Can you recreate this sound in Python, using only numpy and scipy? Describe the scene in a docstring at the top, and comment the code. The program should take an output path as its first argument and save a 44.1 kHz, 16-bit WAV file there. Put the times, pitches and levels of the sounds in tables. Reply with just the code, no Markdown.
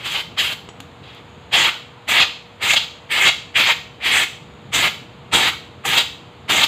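"""A blow gun fires short blasts of compressed air into a pleated filter in its plastic housing.
Each blast is flickering noise in six parts: roar on the pleats, boom of the housing, hiss at the edge,
sizzle at the nozzle, flutter of the pleats and wind on the microphone; a workshop answers with an echo.
Underneath lie street rumble, far noise and a motor hum; noise cracks with decaying sines are taps
of the gun on the housing, and narrow noise makes a thin whistle."""
import sys
import numpy as np
from scipy import signal
from scipy.fft import rfft, irfft, next_fast_len
from scipy.io import wavfile
from scipy.ndimage import map_coordinates

SR = 44100
rng = np.random.default_rng(int(sys.argv[2]) if len(sys.argv) > 2 else 0)


def wav_record(signal):
    """Record a signal, one row per channel, as 16-bit PCM in the file named by sys.argv[1]."""
    frames = np.transpose(np.atleast_2d(signal))
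    bounded = np.clip(frames, -1, 1)
    # unit amplitude maps onto the largest positive 16-bit level
    quanta = np.round(bounded * 32767).astype(np.int16)
    wavfile.write(sys.argv[1], SR, quanta)


N = 294404

# Blasts of air. Each row: valve opens in seconds, rise in seconds, open time in seconds,
# then mid-blast level in dB and change in dB from start to end for roar, housing, hiss and sizzle in turn,
# then flutter level in dB, wind level in dB, focused band in Hz, its level in dB against the roar.
BLASTS = [(-.05, .01, 0.1, -42, 4, -43, 9, -55, 2, -63, 2, -48, -52, 3150, -6),
          (0.029, 0.031, 0.18, -27, -0.5, -29.5, 5.5, -38, -1, -43, -2, -36, -49, 3100, -4.5),
          (.365, 0.027, 0.17, -23, -22, -26.5, -12.5, -33, -13, -37, -14, -31, -44, 3070, -6.5),
          (1.02, 0.023, .18, -47, -5, -52, 0.1, -69, -4, -82, 0.1, -59, -63, 3330, -14),
          (1.512, 0.027, 0.18, -17, -2.5, -18.5, -0.8, -29, -9.5, -35, -7, -22, -35, 3240, -9.5),
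          (2.071, 0.02, 0.16, -18.5, 12.5, -19, 6.5, -28.5, -4.5, -35, -14, -26.5, -37, 2510, -8.5),
          (2.598, .035, 0.15, -21, 4.5, -21, 2.5, -32, -6, -35.5, 3, -28, -37.5, 2260, -8),
          (2.755, 0.011, 0.02, -10.5, -3.5, -19.5, -9, -32.5, 2, -40, 2, -29, -37, 3300, -6),
          (3.088, 0.031, 0.2, -20, 17, -19.5, 7, -31, 9, -37.5, 3, -28, -38.5, 2190, -7),
          (3.542, 0.023, 0.18, -18.5, -2, -17.5, -3.5, -29.5, -14.5, -37, -9, -27, -38, 2490, -5),
          (4.001, 0.062, 0.24, -19.5, 0.8, -20.5, -3, -30.5, -4.5, -37.5, -5, -31, -39, 2180, -7),
          (4.716, 0.027, 0.16, -19, 3, -20.5, 1.5, -26.5, -8.5, -34, -9, -25, -33.5, 3500, -9),
          (5.314, 0.025, 0.18, -18, -2, -18.5, -1.3, -29.5, -7, -37, 5, -26.5, -33, 3650, -7.5),
          (5.836, 0.024, .18, -22, 8, -23, -0.5, -30, -6.5, -34, -8, -27, -36, 3400, -8),
          (6.479, .022, 0.17, -18.5, -1, -22, -5.5, -26.5, -13.5, -32, -5, -25, -31.5, 3570, -7.5)]
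# Colours of the six jet parts. Each row: frequency in Hz, relative density in dB per Hz.
ROAR_COLOUR = [(1500, -22.5), (2550, -3.5), (2770, 2.5), (3000, -1), (3250, 3), (3850, -4.5), (4900, -11.5),
               (5250, -18.5), (5500, -25), (7150, -22), (12100, -120)]
HOUSING_COLOUR = [(880, -42), (1500, -22.5), (1610, -3), (1900, -1.5), (2130, 1.5), (2300, 0), (2550, 0.5),
                  (3320, -5), (5610, -120)]
HISS_COLOUR = [(3240, -10), (5500, -10), (5700, -9), (6160, -1), (7430, 3), (7960, 2), (9200, -13),
               (12000, -30.5), (20200, -120)]
SIZZLE_COLOUR = [(8300, -12), (9200, 2), (9800, -5.5), (11200, -1), (12600, -5.5), (13600, 2.5),
                 (15500, -1)]
FLUTTER_COLOUR = [(290, -53), (500, -12.5), (770, -5.5), (947, -7.5), (1060, -6), (1160, -0.5), (1500, -4),
                  (1950, -32), (3300, -120)]
WIND_COLOUR = [(25, -34), (50, -8), (90, 3), (150, 5), (300, 3.5), (500, 2.5), (700, -25)]
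# Swells and dips as the jet crosses pleats and ribs. Each row: centre in seconds, half width in seconds,
# roar change in dB, housing change in dB, change of the other four parts in dB.
SWELLS = [(.055, 0.013, -2.5, 2.5, 1.5), (.095, 0.027, -1, -4.5, -1.8), (.165, 0.016, 5.5, -2, -1),
          (.397, 0.015, -1.5, 3, -1), (.455, 0.015, 2, -2, 2), (0.532, 0.012, 11, 0, 3),
          (1.545, .015, 3.5, 1, -1.5), (2.122, 0.007, 2, 5.5, 3), (2.165, 0.017, -3, 3.5, 0),
          (2.204, 0.005, -1, -1, 3), (2.705, .006, 7, 9, 2), (2.717, 0.0045, 6, 3, 2),
          (2.737, 0.0038, 9.5, -6, 5), (2.84, 0.018, 3, 2, 6.5), (3.235, 0.026, -8.5, 3.5, 2),
          (3.281, 0.0041, -2, -11, 4.5), (3.563, 0.011, -2, 5.5, -6), (3.61, 0.024, 3.5, -4, 2),
          (3.709, 0.012, 1, 3.5, 5), (4.17, 0.042, -2.3, 7.5, 5.5), (4.22, 0.017, -2, 1, 2),
          (4.86, .015, -5.5, 2, 3), (5.351, 0.031, 2, 0, 7.5), (5.39, 0.022, -3.5, -4.5, 1.5),
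          (5.935, 0.0085, 2.5, 3, 0.1), (5.981, .01, 8, 5.5, 7), (6.545, 0.018, -3.5, -3, -2.5),
          (6.6, 0.029, -1, 5.5, 0.3), (6.641, .008, 11.5, 4, 7.5)]
# Onset of the blast. One value a part, roar, housing, hiss, sizzle, flutter, wind: start level in dB
# under the hold. Sizzle and wind start lowest.
RISE_FROM_DB = [-34, -23.5, -37, -47, -23, -45]
RISE_BEND = 1.54  # above 1, the rise is steepest at first
# Speed of the closing valve. One value a part, in the same order: fall in dB per second.
VALVE_CLOSE_DB_PER_S = [920, 880, 900, 900, 800, 600]
# Air left behind the valve. One value a part, in the same order: level in dB against the hold at closing.
BLEED_DB = [-10.5, -23, -19, -15, -8, -19]
BLEED_DB_PER_S = 175  # this rest then fades
FLUTTER_FOLLOWS, WIND_FOLLOWS = 0.98, 1  # shares of the housing's and the hiss's change
FOCUS_WIDTH_HZ, FOCUS_FADE_DB_PER_S = 450, 400  # width of each of two resonances; fade once the valve shuts
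# Narrow air modes of the housing. Each row: frequency in Hz, width in Hz, lift (or cut) in dB.
CAVITY_MODES = [(783, 25, 4.5), (919, 52, 5.5), (1115, 130, -1.5), (1630, 70, 0.5), (2130, 27, 3.5),
                (2810, 16, -5), (2850, 40, -5.5), (3218, 34, -0.5), (3130, 21, -0.5), (3865, 42, 5.5),
                (4020, 99, 1.5), (4730, 22, 1.5), (6970, 77, -21), (6520, 95, -22), (7650, 160, -6.5),
                (8150, 70, -17.5), (10200, 160, 4), (11400, 170, 4), (13700, 140, 6), (13850, 320, -19)]
WALL_DELAY_S, WALL_SWING_S, WALL_SHARE = 0.0024, 0.000484, 0.19
# Diffuse workshop echo. Each row: frequency in Hz, t60 in seconds, level in dB against the direct sound.
SHOP_ECHO = [(200, 0.91, -15.5), (1000, 0.33, -13), (3100, 0.51, -11), (7050, 0.42, -5),
             (11000, 0.3, -13.5), (15000, 0.36, -6)]
# Swell of the rumble. Each row: time in seconds, level in dB.
RUMBLE_LEVEL = [(0.0, -43), (1.3, -44), (2.5, -47.5), (4.0, -44.5), (4.9, -41), (5.5, -43.5), (6.67, -43)]
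# Colours of the rumble and of the far noise. Each row: frequency in Hz, relative density in dB per Hz.
RUMBLE_COLOUR = [(20, -22), (45, -27), (63, -4.5), (81, -2.5), (130, -0.5), (167, -4), (198, -5.5),
                 (288, -9), (389, -12), (450, -9.5), (580, -72)]
FAR_COLOUR = [(240, -39), (400, -14.5), (580, -1.5), (900, -2), (1300, -5), (1600, -9.5), (2500, -9.5),
              (3640, -11), (4500, -19.5), (5600, -36.5), (6600, -27), (8300, -34), (8900, -38.5),
              (15500, -43)]
# Bands that stand out of the far noise. Each row: frequency in Hz, width in Hz, lift in dB.
FAR_BANDS = [(7230, 330, 7), (8150, 120, 6)]
FAR_DB = -46  # before the bands are lifted
HUM_HZ, HUM_DB = 480.8, -53  # centre pitch and mean level
# Taps of the gun on the housing. Each row: time in seconds, level in dB, brightness in dB per octave,
# top of the crack in Hz, metal ring in dB, knock in dB, the last two against the tap's level.
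TAPS = [(.6886, -22, 3, 8500, -24, -40), (.8027, -19.5, 5.5, 16000, -45, -12),
        (1.1474, -42, 12, 16000, -45, -40)]
# Ringing modes of the metal gun. Each row: frequency in Hz, level in dB against the ring, t60 in seconds.
GUN_MODES = [(5640, -8, .1), (6630, -8, .12), (7110, -5, .08), (7850, 0, .09)]
# Thin whistle. Each row: start in seconds, length in seconds, pitch in Hz, level in dB.
WHISTLES = [(1.3, .22, 6740, -69), (2.83, .22, 6710, -69), (4.36, .33, 6925, -69)]
WHISTLE_HALF_WIDTH_HZ, WHISTLE_FADE_DB_PER_S = 55, 170
MIC_LOW_HZ, CUTOFF_HZ = 44.7, 15500


def from_db(db):
    """Decibels to gain."""
    return 10 ** (np.asarray(db) / 20)


def rms_one(x):
    """Scale to rms 1."""
    return x / np.sqrt(np.mean(x ** 2) + 1e-20)


def at_hz(points, hz, column=1):
    """Read a table column on a log-frequency axis."""
    table = np.array(points)
    return np.interp(np.log(hz), np.log(table[:, 0]), table[:, column])


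def drift(rate_hz):
    """Slow random wander of rms 1: noise at every 40th sample through a double one-pole low-pass."""
    step = 40
    pole = np.exp(-2 * np.pi * rate_hz * step / SR)
    noise = rng.standard_normal(N // step + 2002)
    # the first 2000 points let the filter settle
    slow = signal.lfilter([1], [1, -2 * pole, pole * pole], noise)[2000:]
    return np.interp(np.arange(N) / step, np.arange(len(slow)), rms_one(slow))


def resonance(x, hz, width_hz):
    """Two-pole resonance, gain 1 on top."""
    r = np.exp(-np.pi * width_hz / SR)
    feedforward = (1 - r * r) / 2 * np.array([1, 0, -1])
    feedback = [1, -2 * r * np.cos(2 * np.pi * hz / SR), r * r]
    return signal.lfilter(feedforward, feedback, x)


def lift(x, modes):
    """Raise or cut narrow bands by adding or subtracting their resonances."""
    for hz, width_hz, db in modes:
        x = x + (from_db(db) - 1) * resonance(x, hz, width_hz)
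    return x


def turbulence(colour, patchy_db, rate_hz, count):
    """Noise of a given colour in overlapping bands that flicker each on its own; rms 1."""
    size = next_fast_len(N)
    hz = np.maximum(np.arange(size // 2 + 1) * SR / size, 1)
    coloured = rfft(rng.standard_normal(size)) * from_db(at_hz(colour, hz))
    ends_hz = [colour[0][0], colour[-1][0]]
    place = np.interp(np.log(hz), np.log(ends_hz), [0, count - 1])
    total = np.zeros(N)
    for k in range(count):
        triangle = np.clip(1 - abs(place - k), 0, 1)
        band = irfft(coloured * triangle, size)[:N]
        total += band * from_db(patchy_db * drift(rate_hz))
    return rms_one(total)


def swells():
    """Jet crossing pleats and ribs: one bell-shaped level change in dB a swell, for the six parts."""
    out = np.zeros((6, N))
    for centre, width, roar_db, housing_db, rest_db in SWELLS:
        first = max(round((centre - 3 * width) * SR), 0)
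        last = min(round((centre + 3 * width) * SR), N)
        at = np.arange(first, last)
        bell = np.exp(-((at / SR - centre) / width) ** 2)
        out[:, at] += np.outer([roar_db, housing_db] + 4 * [rest_db], bell)
    return out


def blast_levels():
    """Valve gains of the six parts: rise, sloping hold, snap shut and bleed-off, with swells on top."""
    t, gains = np.arange(N) / SR, np.zeros((6, N))
    swell_db = swells()
    for start, rise, length, *pairs, flutter_db, wind_db, _, _ in BLASTS:
        span = slice(max(round(start * SR), 0), round((start + length + 0.35) * SR))
        age = t[span] - start
        mid_db = [*pairs[::2], flutter_db, wind_db]
        change_db = [*pairs[1::2], FLUTTER_FOLLOWS * pairs[3], WIND_FOLLOWS * pairs[5]]
        slope = np.clip(age / length, 0, 1) - 0.5
        hold_db = np.outer(change_db, slope) + np.c_[mid_db]
        rise_db = np.outer(RISE_FROM_DB, np.clip(1 - age / rise, 0, 1) ** RISE_BEND)
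        since_shut = np.maximum(age - length, 0)
        snap = from_db(-np.outer(VALVE_CLOSE_DB_PER_S, since_shut))
        bleed = from_db(np.c_[BLEED_DB] - BLEED_DB_PER_S * since_shut)
        closing = np.maximum(snap, bleed)
        gains[:, span] += closing * from_db(hold_db + rise_db + swell_db[:, span])
    return gains


def focused_roar():
    """The pocket of air that the nozzle points into gathers some roar in one band, new for each blast."""
    out, white = np.zeros(N), rng.standard_normal(N)
    starts = [max(round(row[0] * SR), 0) for row in BLASTS] + [N]
    for first, last, (start, _, length, *_, hz, db) in zip(starts, starts[1:], BLASTS):
        once = resonance(white[first:last], hz, FOCUS_WIDTH_HZ)
        band = resonance(once, hz, FOCUS_WIDTH_HZ)
        since_shut = np.maximum(np.arange(first, last) / SR - start - length, 0)
        out[first:last] = from_db(db - FOCUS_FADE_DB_PER_S * since_shut) * rms_one(band)
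    return out


def housing(x):
    """Air modes shape narrow bands; a wall echo, moving with the nozzle, combs the noise."""
    x = lift(x, CAVITY_MODES)
    lag = (WALL_DELAY_S + WALL_SWING_S * drift(1.436)) * SR
    echo = map_coordinates(x, [np.arange(N) - lag], order=3)
    return (x + WALL_SHARE * echo) / np.sqrt(1 + WALL_SHARE ** 2)


def jet():
    """Turbulent air: eddies make all parts flutter together and the bands a little alone."""
    parts = [turbulence(ROAR_COLOUR, patchy_db=1.38, rate_hz=16.0, count=6) + focused_roar(),
             turbulence(HOUSING_COLOUR, patchy_db=-0.3, rate_hz=23.0, count=3),
             turbulence(HISS_COLOUR, patchy_db=4.0, rate_hz=6.7, count=6),
             turbulence(SIZZLE_COLOUR, patchy_db=1.5, rate_hz=11.0, count=5),
             turbulence(FLUTTER_COLOUR, patchy_db=-3.2, rate_hz=25.0, count=4),
             turbulence(WIND_COLOUR, patchy_db=0.0, rate_hz=3.5, count=3)]
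    blasts = np.sum(blast_levels() * parts, axis=0)
    common_flutter = from_db(0.95 * drift(30.0))
    return housing(common_flutter * blasts)


def workshop_echo(x):
    """Diffuse echo: noise that fades in over 3.2 ms and dies away band by band."""
    t, echo = np.arange(SR) / SR, np.zeros(SR)
    edges = np.geomspace(60, 17000, 15)
    for low, high in zip(edges, edges[1:]):
        band_filter = signal.butter(2, [low, high], "band", fs=SR, output="sos")
        band = signal.sosfilt(band_filter, rng.standard_normal(SR))
        hz = np.sqrt(low * high)
        t60 = at_hz(SHOP_ECHO, hz)
        energy = t60 * SR / (2 * np.log(1000))  # summed power of the decay
        decay = from_db(at_hz(SHOP_ECHO, hz, column=2) - 60 * t / t60)
        echo += band * decay / np.sqrt(energy)
    return signal.fftconvolve(x, echo * np.clip(t / 0.0032, 0, 1))[:N]


def street_rumble():
    """Lumpy low noise that slowly swells and sinks."""
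    s, level_db = np.transpose(RUMBLE_LEVEL)
    level = from_db(np.interp(np.arange(N) / SR, s, level_db))
    return level * turbulence(RUMBLE_COLOUR, patchy_db=0.5, rate_hz=2.1, count=5)


def far_noise():
    """Broad, gently flickering noise with two narrow bands standing out."""
    noise = turbulence(FAR_COLOUR, patchy_db=0.44, rate_hz=1.0, count=7)
    return from_db(FAR_DB) * lift(noise, FAR_BANDS)


def motor_hum():
    """A sine whose level and phase wander slightly."""
    level = np.sqrt(2) * from_db(HUM_DB + 0.29 * drift(1.0))  # sine peak for this rms
    phase = 2 * np.pi * HUM_HZ * np.arange(N) / SR + 1.5 * drift(1.0)
    return level * np.sin(phase)


def taps():
    """A short crack of plastic, a dull knock of the housing and the ring of the metal gun."""
    out, t = np.zeros(N), np.arange(round(0.3 * SR)) / SR
    hz = np.maximum(np.fft.rfftfreq(len(t), 1 / SR), 1200)  # colour stays flat below 1200 Hz
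    for s, level_db, tilt_db, top_hz, ring_db, knock_db in TAPS:
        bright = from_db(at_hz(FAR_COLOUR, hz) + tilt_db * np.log2(hz / 3000))
        colour = bright / (1 + (hz / top_hz) ** 10)
        noise = irfft(rfft(rng.standard_normal(len(t))) * colour, len(t))
        crack = rms_one(noise) * np.exp(-t / 0.0035) / 2
        knock = from_db(knock_db) * np.sin(2 * np.pi * 270 * t) * np.exp(-t / 0.011)
        ring = np.zeros(len(t))
        for mode_hz, db, t60 in GUN_MODES:
            ring += from_db(ring_db + db - 60 * t / t60) * np.sin(2 * np.pi * mode_hz * t)
        attack = np.minimum(t / 0.0004, 1)
        at = round(s * SR)
        out[at:at + len(t)] += from_db(level_db) * (crack + knock + ring) * attack
    return out


def whistle():
    """A narrow band of noise, shifted up to a pitch of its own each time, that fades in and out."""
    t, out = np.arange(N) / SR, np.zeros(N)
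    low_pass = signal.butter(2, WHISTLE_HALF_WIDTH_HZ, fs=SR, output="sos")
    slow = signal.sosfilt(low_pass, rng.standard_normal((2, N)))
    for start, length, hz, db in WHISTLES:
        turn = 2 * np.pi * hz * t
        tone = rms_one(slow[0] * np.cos(turn) + slow[1] * np.sin(turn))
        outside = np.maximum(abs(t - start - length / 2) - length / 2, 0)  # seconds from the held part
        out += from_db(db - WHISTLE_FADE_DB_PER_S * outside) * tone
    return out


def scene():
    """Gun and filter close by, their echo, and the background."""
    near = jet() + taps()
    background = street_rumble() + far_noise() + motor_hum() + whistle()
    return (near + workshop_echo(near) + background)[None]


def record(dry):
    """The small microphone drops the deepest bass, peaks are rounded, the top is cut."""
    bass_cut = signal.butter(2, MIC_LOW_HZ, "high", fs=SR, output="sos")
    thin = signal.sosfilt(bass_cut, dry)
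    rounded = 1.3 * np.tanh(thin / 1.3)
    top_cut = signal.ellip(14, 0.5, 75, CUTOFF_HZ, fs=SR, output="sos")
    return signal.sosfilt(top_cut, rounded)


dry = scene()
out = record(dry)
wav_record(out)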